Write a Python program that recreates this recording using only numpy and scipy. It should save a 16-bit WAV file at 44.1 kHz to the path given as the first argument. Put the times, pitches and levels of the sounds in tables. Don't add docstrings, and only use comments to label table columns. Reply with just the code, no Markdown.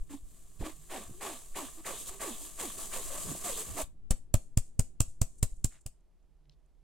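import sys
import numpy as np
from scipy import signal
from scipy.fft import rfft, irfft
from scipy.io import wavfile
from scipy.ndimage import uniform_filter1d

SR = 44100
rng = np.random.default_rng(int(sys.argv[2]) if len(sys.argv) > 2 else 0)


def int16_out(signal):
    q = np.round(np.clip(np.atleast_2d(signal).T, -1, 1) * 32767)
    wavfile.write(sys.argv[1], SR, q.astype(np.int16))


N = 301187
T = np.arange(N) / SR

# start_s, hold_s, release_s, rasp_db, hiss_db, buzz_db, first_wires_per_s, slowing_octaves_per_s
PUSHES = [(.092, 0.047, 0.019, -60.5, -56, -43.5, 285, 0.66),
          (0.636, 0.031, 0.026, -49, -50, -43.5, 322, 0.26),
          (0.894, 0.066, 0.05, -48, -48.5, -48, 500, 13.5),
          (1.204, 0.078, 0.054, -47.5, -45.5, -50.5, 544, 7.6),
          (1.55, 0.036, 0.051, -46, -43.5, -46.5, 524, 11), (1.848, 0.046, 0.042, -46, -42, -51, 730, 8),
          (2.197, 0.058, 0.058, -47.5, -42, -42, 820, 15), (2.583, 0.047, 0.048, -49, -41, -44, 680, 15),
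          (2.919, 0.052, 0.031, -47.5, -42, -49, 720, 7.4),
          (3.434, 0.063, 0.033, -48.5, -38.5, -42, 810, 8.8),
          (3.763, 0.059, 0.0048, -47.5, -40.5, -39, 740, 5)]
# start_s, length_s, rasp_db, hiss_db, buzz_db, wires_per_s
DRAGS = [(0.588, 0.064, -57.5, -56.5, -38, 178), (1.051, 0.24, -88, -66, -59.5, 373),
         (1.056, 0.076, -84, -83, -44.5, 82), (1.771, 0.047, -62.5, -75, -45.5, 320),
         (1.94, 0.13, -75, -46, -68, 540), (2.05, 0.065, -65, -43, -68, 520),
         (2.078, 0.12, -61.5, -54, -54.5, 390), (2.374, .14, -86, -48, -59, 310),
         (2.763, 0.12, -60.5, -43, -67, 450), (3.069, 0.16, -54.5, -67, -51, 560),
         (3.233, .15, -57.5, -49.5, -40, 171), (3.55, 0.095, -57.5, -40, -47.5, 450),
         (3.645, 0.14, -63.5, -59, -47.5, 93), (3.736, .09, -58, -50.5, -46, 290)]
# start_s, chatter_db, thump_db, knock_db, swing_db, chatter_decay_s, powder_db, thump_lead_s
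PATS = [(4.1072, -25.5, -12, -30, -19.5, 0.0037, -83, 0.00041),
        (4.341, -21, -13.5, -27, 2.5, 0.00075, -65, -0.0014),
        (4.574, -22.5, -14, -35, 1, 0.0011, -65, 0.0015),
        (4.7938, -24, -15.5, -34.5, 0.5, 0.002, -71.5, 0.0018),
        (5.0046, -18.5, -17, -31, 2.5, 0.00087, -62, 0.00068),
        (5.2155, -23, -17, -33, 2.5, 0.0017, -69.5, 0.00072),
        (5.4282, -22.5, -17.5, -34.5, 2, .0027, -65, .0005),
        (5.6439, -23, -19.5, -38.5, 0.5, 0.0018, -62, -0.0009),
        (5.8628, -36.5, -31.5, -50, -2.5, 0.002, -100, 0.0038)]
SWING_HZ = 100.5


def undb(db):
    return 10 ** (np.asarray(db) / 20)


def unit(x):
    return x / np.sqrt(np.mean(x ** 2))


def curve(rows):
    return np.interp(T, *np.transpose(rows))


def colour(x, points):
    hz, db = np.transpose(points)
    bins = np.maximum(np.fft.rfftfreq(N, 1 / SR), 1)
    return irfft(rfft(x) * undb(np.interp(np.log(bins), np.log(hz), db)), N)


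def resonate(x, hz, width_hz):
    return signal.lfilter(*signal.iirpeak(hz, hz / width_hz, SR), x)


def wander(rate):
    span = max(int(SR / rate), 1)
    return unit(uniform_filter1d(uniform_filter1d(rng.standard_normal(N), span), span))


def grains(spread_db):
    return unit(rng.standard_normal(N) * undb(spread_db * wander(1500)))


def stereo_noise(tone, spread_db=0):
    # pitch_hz, level_db
    width = [(60, -6), (200, -0.5), (700, -9.5), (2400, -18), (4400, -8), (8000, -2.5), (15000, -0.5)]
    mid, side = (unit(colour(grains(spread_db), tone)) for _ in range(2))
    side = colour(side, width)
    return np.array([mid + side, mid - side])


def pan(db):
    return undb(np.array([[db], [-db]]) / 2)


def burst(t, rise_s, decay_s):
    return np.exp(-np.minimum(np.maximum(-t / rise_s, t / decay_s), 20))


def arch(start, length):
    return np.sin(np.pi * np.clip((T - start) / length, 0, 1))


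def scrapes(rows, noise, width_hz):
    return sum(unit(resonate(resonate(noise, hz, width_hz), hz, width_hz))
               * undb(db) * arch(start, length) for start, length, hz, db in rows)


def room(x, wet_db, fade_s, gap_s=0.0068, treble_hz=11000):
    t = T[:SR // 2]
    tail = rng.standard_normal((2, len(t))) * undb(-60 * t / fade_s) * (t > gap_s)
    tail /= np.sqrt(np.sum(tail ** 2, axis=1, keepdims=True))
    tail = signal.lfilter(*signal.butter(2, treble_hz, fs=SR), tail)
    return x + undb(wet_db) * signal.fftconvolve(x, tail, axes=1)[:, :N]


def kitchen(hum_hz=147, hum_db=-80, noise_db=-63):
    # pitch_hz, level_db
    room_tone = [(18, -33), (30, 12), (58, -2.5), (95, -29.5), (161, -15), (233, -23.5), (364, -21),
                 (554, -28.5), (616, -25.5), (1460, -38), (11400, -48.5), (12600, -52), (16000, -63)]
    air_tone = [(8, 7.5), (22, -7.5), (40, -16), (80, -19), (150, -25.5), (400, -36), (1500, -81.5)]
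    # time_s, level_db
    draught = [(0, -47), (1.2, -50.5), (2.5, -49.5), (3.2, -41.5), (3.9, -47), (5.6, -49), (5.95, -69.5),
               (6.8, -76)]
    hum_size = np.sqrt(2) * undb(hum_db + 6.2 * wander(23))
    hum = hum_size * np.sin(2 * np.pi * hum_hz * T + 0.81 * wander(10))
    still = stereo_noise(room_tone) * undb(noise_db) + hum
    return still * pan(-3.5) + stereo_noise(air_tone) * undb(curve(draught))


def dull_bumps():
    # start_s, length_s, level_db
    bumps = [(0.002, 0.032, -27), (0.226, 0.017, -39.5), (0.619, 0.021, -27.5), (1.498, 0.068, -35),
             (2.093, 0.015, -40), (3.828, 0.019, -32), (5.078, 0.012, -37), (5.517, 0.026, -31.5),
             (5.574, 0.022, -40)]
    return sum(undb(db) * arch(start, length) ** 2 for start, length, db in bumps)


def push_shape(start, hold_s, release_s, attack_s=0.016):
    t = T - start
    return np.clip(t / attack_s, 0, 1) * np.exp(-np.clip((t - hold_s) / release_s, 0, 20))


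def finger_effort(turn_lead_s=0.046, turn_s=0.023, turn_db=-2.5, hiss_lingers=2.06):
    # time_s, level_db
    contact = [(0, -69), (.22, -71.5), (.31, -63), (.52, -66), (.85, -60), (1.5, -60.5), (2.55, -52),
               (3.2, -42.5), (3.82, -49), (3.95, -110)]
    turning = sum(arch(start - turn_lead_s, turn_s) for start, *_ in PUSHES)
    slide = undb(curve(contact) + turn_db * turning) ** 2
    press = slide * undb(-17) ** 2
    for start, hold_s, release_s, rasp_db, hiss_db, *_ in PUSHES:
        slide += (undb(hiss_db) * push_shape(start, hold_s, release_s * hiss_lingers)) ** 2
        press += (undb(rasp_db) * push_shape(start, hold_s, release_s)) ** 2
    for start, length, rasp_db, hiss_db, *_ in DRAGS:
        swell = arch(start, length)
        slide += (undb(hiss_db) * swell) ** 2
        press += (undb(rasp_db) * swell) ** 2
    return 10 * np.log10(slide), 10 * np.log10(press)


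def rubbing(press_share=0.49):
    # pitch_hz, level_db
    hiss_tone = [(150, -11.5), (400, -7.5), (900, -24.5), (1150, -22), (1400, -33.5), (2100, -22.5),
                 (3000, -13.5), (5600, -14.5), (6900, -4), (8000, -2), (9800, -7), (11000, -10.5),
                 (11900, -9.5), (13000, -14.5), (16000, -19.5)]
    rasp_tone = [(80, -28), (200, 1), (330, 4.5), (700, 4), (1150, 5), (1350, -7), (1700, -2), (2600, -0.5),
                 (4200, -5), (7000, -19), (14000, -50)]
    # pitch_hz, width_hz, level_db
    bowl_rings = [(375, 80, -5), (666, 50, 0), (1050, 80, -7), (1140, 60, 0), (1545, 30, -10),
                  (1680, 70, -12)]
    slide_db, press_db = finger_effort()
    buzz, plucks, overtones = wire_buzz()
    catch_db = 2 * wander(220) + 2 * plucks
    hiss = stereo_noise(hiss_tone, spread_db=1) * undb(slide_db + catch_db / 2) * pan(0.42)
    rasp = stereo_noise(rasp_tone, spread_db=1.5) * undb(press_db + 1 + catch_db) * pan(-0.67)
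    slips = grains(spread_db=5.6)
    ringing = unit(sum(undb(db) * resonate(slips, hz, width) for hz, width, db in bowl_rings))
    bowl = ringing * undb(press_share * press_db + (1 - press_share) * slide_db - 4) * pan(-3.5)
    overtones *= undb(press_db + 1)
    return hiss + rasp + bowl + buzz + overtones + scratches(rasp_tone) + lump_crunch()


def lump_crunch(pitch_hz=1830, lead_s=0.009, peak_s=1.5, fade_db_per_s=3.5):
    rows = []
    for start, hold_s, _, rasp_db, *_ in PUSHES:
        level_db = rasp_db - 1.5 - fade_db_per_s * abs(start - peak_s)
        rows.append((start - lead_s, 1.37 * hold_s, pitch_hz, level_db))
    grit = stereo_noise([(1000, 0.018), (4000, 0)], spread_db=4.5)
    return scrapes(rows, grit, width_hz=1350)


def finger_glides(grip_s=0.0014, slowest_hz=226, judder_below_hz=230, waver=0.06, judder=0.56):
    for start, hold_s, release_s, _, _, db, hz, slowing in PUSHES:
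        rate = hz * 2 ** (-slowing * np.maximum(T - start, 0))
        swell = arch(start + grip_s, hold_s + 1.77 * release_s)
        yield swell, np.maximum(rate, slowest_hz), db, waver
    for start, length, _, _, db, hz in DRAGS:
        from_middle_s = np.clip(T - start, 0, length) - length / 2
        rate = hz * 2 ** (1.5 * from_middle_s)
        unsteady = judder if hz < judder_below_hz else waver
        yield arch(start, length), rate, db, unsteady


def wire_buzz(flutter_db=3.5, bowl_top_hz=1245):
    tone, plucks = 0, 0
    wobble = wander(251.6)
    roughness = [wander(260) for _ in range(2)]
    for swell, hz, db, unsteady in finger_glides():
        phase = 2 * np.pi * np.cumsum(hz * np.exp(unsteady * wobble)) / SR
        tone += undb(db) * swell * np.sin(phase)
        plucks += swell * np.exp(1j * phase)
    overtones = sum(np.abs(plucks) * noise * np.cos(multiple * np.angle(plucks))
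                    for multiple, noise in enumerate(roughness, 2))
    overtones = signal.lfilter(*signal.butter(6, bowl_top_hz, fs=SR), overtones)
    buzz = tone * undb(flutter_db * wander(147)) * pan(-4.5)
    return buzz, np.real(plucks), overtones


def scratches(tone, pitch_hz=3530, lag_s=0.015):
    easing = [(start + hold_s + lag_s, 2.03 * release_s, pitch_hz, hiss_db - 13)
              for start, hold_s, release_s, _, hiss_db, *_ in PUSHES]
    dragging = [(start, length, pitch_hz, hiss_db - 14) for start, length, _, hiss_db, *_ in DRAGS]
    return scrapes(easing + dragging, stereo_noise(tone), width_hz=1500)


def pat_thumps(puff_s=0.0038, backflow_s=0.045, swing_fade_s=0.053):
    # pitch_hz, level_db, fade_s (time to fall 60 dB)
    frame_rings = [(161.4, -12, 0.051), (195, -20.5, 0.1), (259, -29, 0.026)]
    t = T[:SR // 4]
    puff = undb(-3) * (t / puff_s * np.exp(1 - t / puff_s)) ** 2
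    backflow = undb(-13) * arch(puff_s, backflow_s)[:len(t)] ** 2 * pan(6.3)
    frame = sum(undb(db - 60 * t / fade_s) * np.sin(2 * np.pi * hz * t)
                for hz, db, fade_s in frame_rings) * pan(3)
    soft_contact = 1 - np.exp(-t / 0.012)
    mesh_gives = 1 - np.exp(-t / 0.002)
    out = np.zeros((2, N))
    for start, _, db, _, swing_db, _, _, lead_s in PATS:
        swing = undb(swing_db - 60 * t / swing_fade_s) * np.sin(2 * np.pi * SWING_HZ * t) * pan(-8)
        thump = puff - backflow + swing * mesh_gives + frame * soft_contact
        first = int((start - lead_s) * SR)
        out[:, first:first + len(t)] += undb(db) * thump
    return out


def wire_chatter(rise_s=0.00093, knock_extra_s=0.0059):
    # pitch_hz, level_db
    chatter_tone = [(400, -16.5), (1400, -31.5), (2000, -29), (2600, -14.5), (3700, -20.5), (4700, -13),
                    (5900, -12.5), (7000, -4), (7860, -2), (9300, -7), (10700, -13.5), (11800, -13.5),
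                    (13500, -18), (16000, -22)]
    knock_tone = [(100, -1), (240, 4), (350, -10), (480, -2), (660, -2), (900, -13), (1180, -8.5),
                  (1450, -16), (3000, -16), (8000, -36.5)]
    wires, bowl = 0, 0
    for start, db, _, knock_db, _, decay_s, *_ in PATS:
        t = T - start
        clash = burst(t - 0.001, rise_s, decay_s)
        rebound = undb(-19) * burst(t - 1 / SWING_HZ, rise_s=0.00067, decay_s=0.008)
        settle = undb(-20) * burst(t - 0.002, rise_s, decay_s=0.012)
        wires += undb(db) * (clash + rebound + settle)
        bowl += undb(knock_db) * burst(t - 0.001, rise_s, decay_s + knock_extra_s)
    return stereo_noise(chatter_tone) * wires * pan(1) + stereo_noise(knock_tone) * bowl * pan(-0.91)


def powder_and_hiss(fall_s=0.08):
    # start_s, length_s, level_db
    hiss_swells = [(5.275, 0.19, -73), (5.502, 0.16, -81)]
    # pitch_hz, level_db
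    tone = [(2000, -25), (5500, -13.5), (7000, -0.5), (8800, -1.5), (11000, -14.5), (16000, -29.5)]
    shaken = sum(undb(db) * burst(T - start - fall_s, rise_s=0.012, decay_s=0.046)
                 for start, *_, db, _ in PATS)
    swells = sum(undb(db) * arch(start, length) for start, length, db in hiss_swells)
    return stereo_noise(tone, spread_db=3) * (shaken + swells)


def crumbs_and_spatula():
    # start_s, length_s, pitch_hz, level_db
    touches = [(5.378, 0.022, 8540, -57.5), (5.558, 0.02, 8100, -64), (5.693, 0.11, 2060, -66.5),
               (5.806, 0.017, 8200, -64), (6.005, .008, 7400, -82), (6.226, 0.0071, 6930, -80),
               (6.452, 0.007, 2910, -76), (6.495, 0.0033, 3990, -56.5), (6.495, 0.058, 4050, -78.5),
               (6.66, 0.0046, 7890, -76)]
    grit = stereo_noise([(300, 28), (1000, 6), (8000, -1), (16000, -5)], spread_db=4.5)
    return scrapes(touches, grit, width_hz=2500)


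def scene():
    rubs = room(rubbing(), wet_db=-15, fade_s=0.2)
    chatter = room(wire_chatter(), wet_db=-15, fade_s=0.23)
    thumps = room(dull_bumps() + pat_thumps(), wet_db=-24.5, fade_s=0.16)
    return rubs + chatter + thumps + powder_and_hiss() + crumbs_and_spatula() + kitchen()


def record(dry):
    return signal.sosfilt(signal.ellip(10, 0.2, 80, 15900, fs=SR, output="sos"), dry)


dry = scene()
out = record(dry)
int16_out(out)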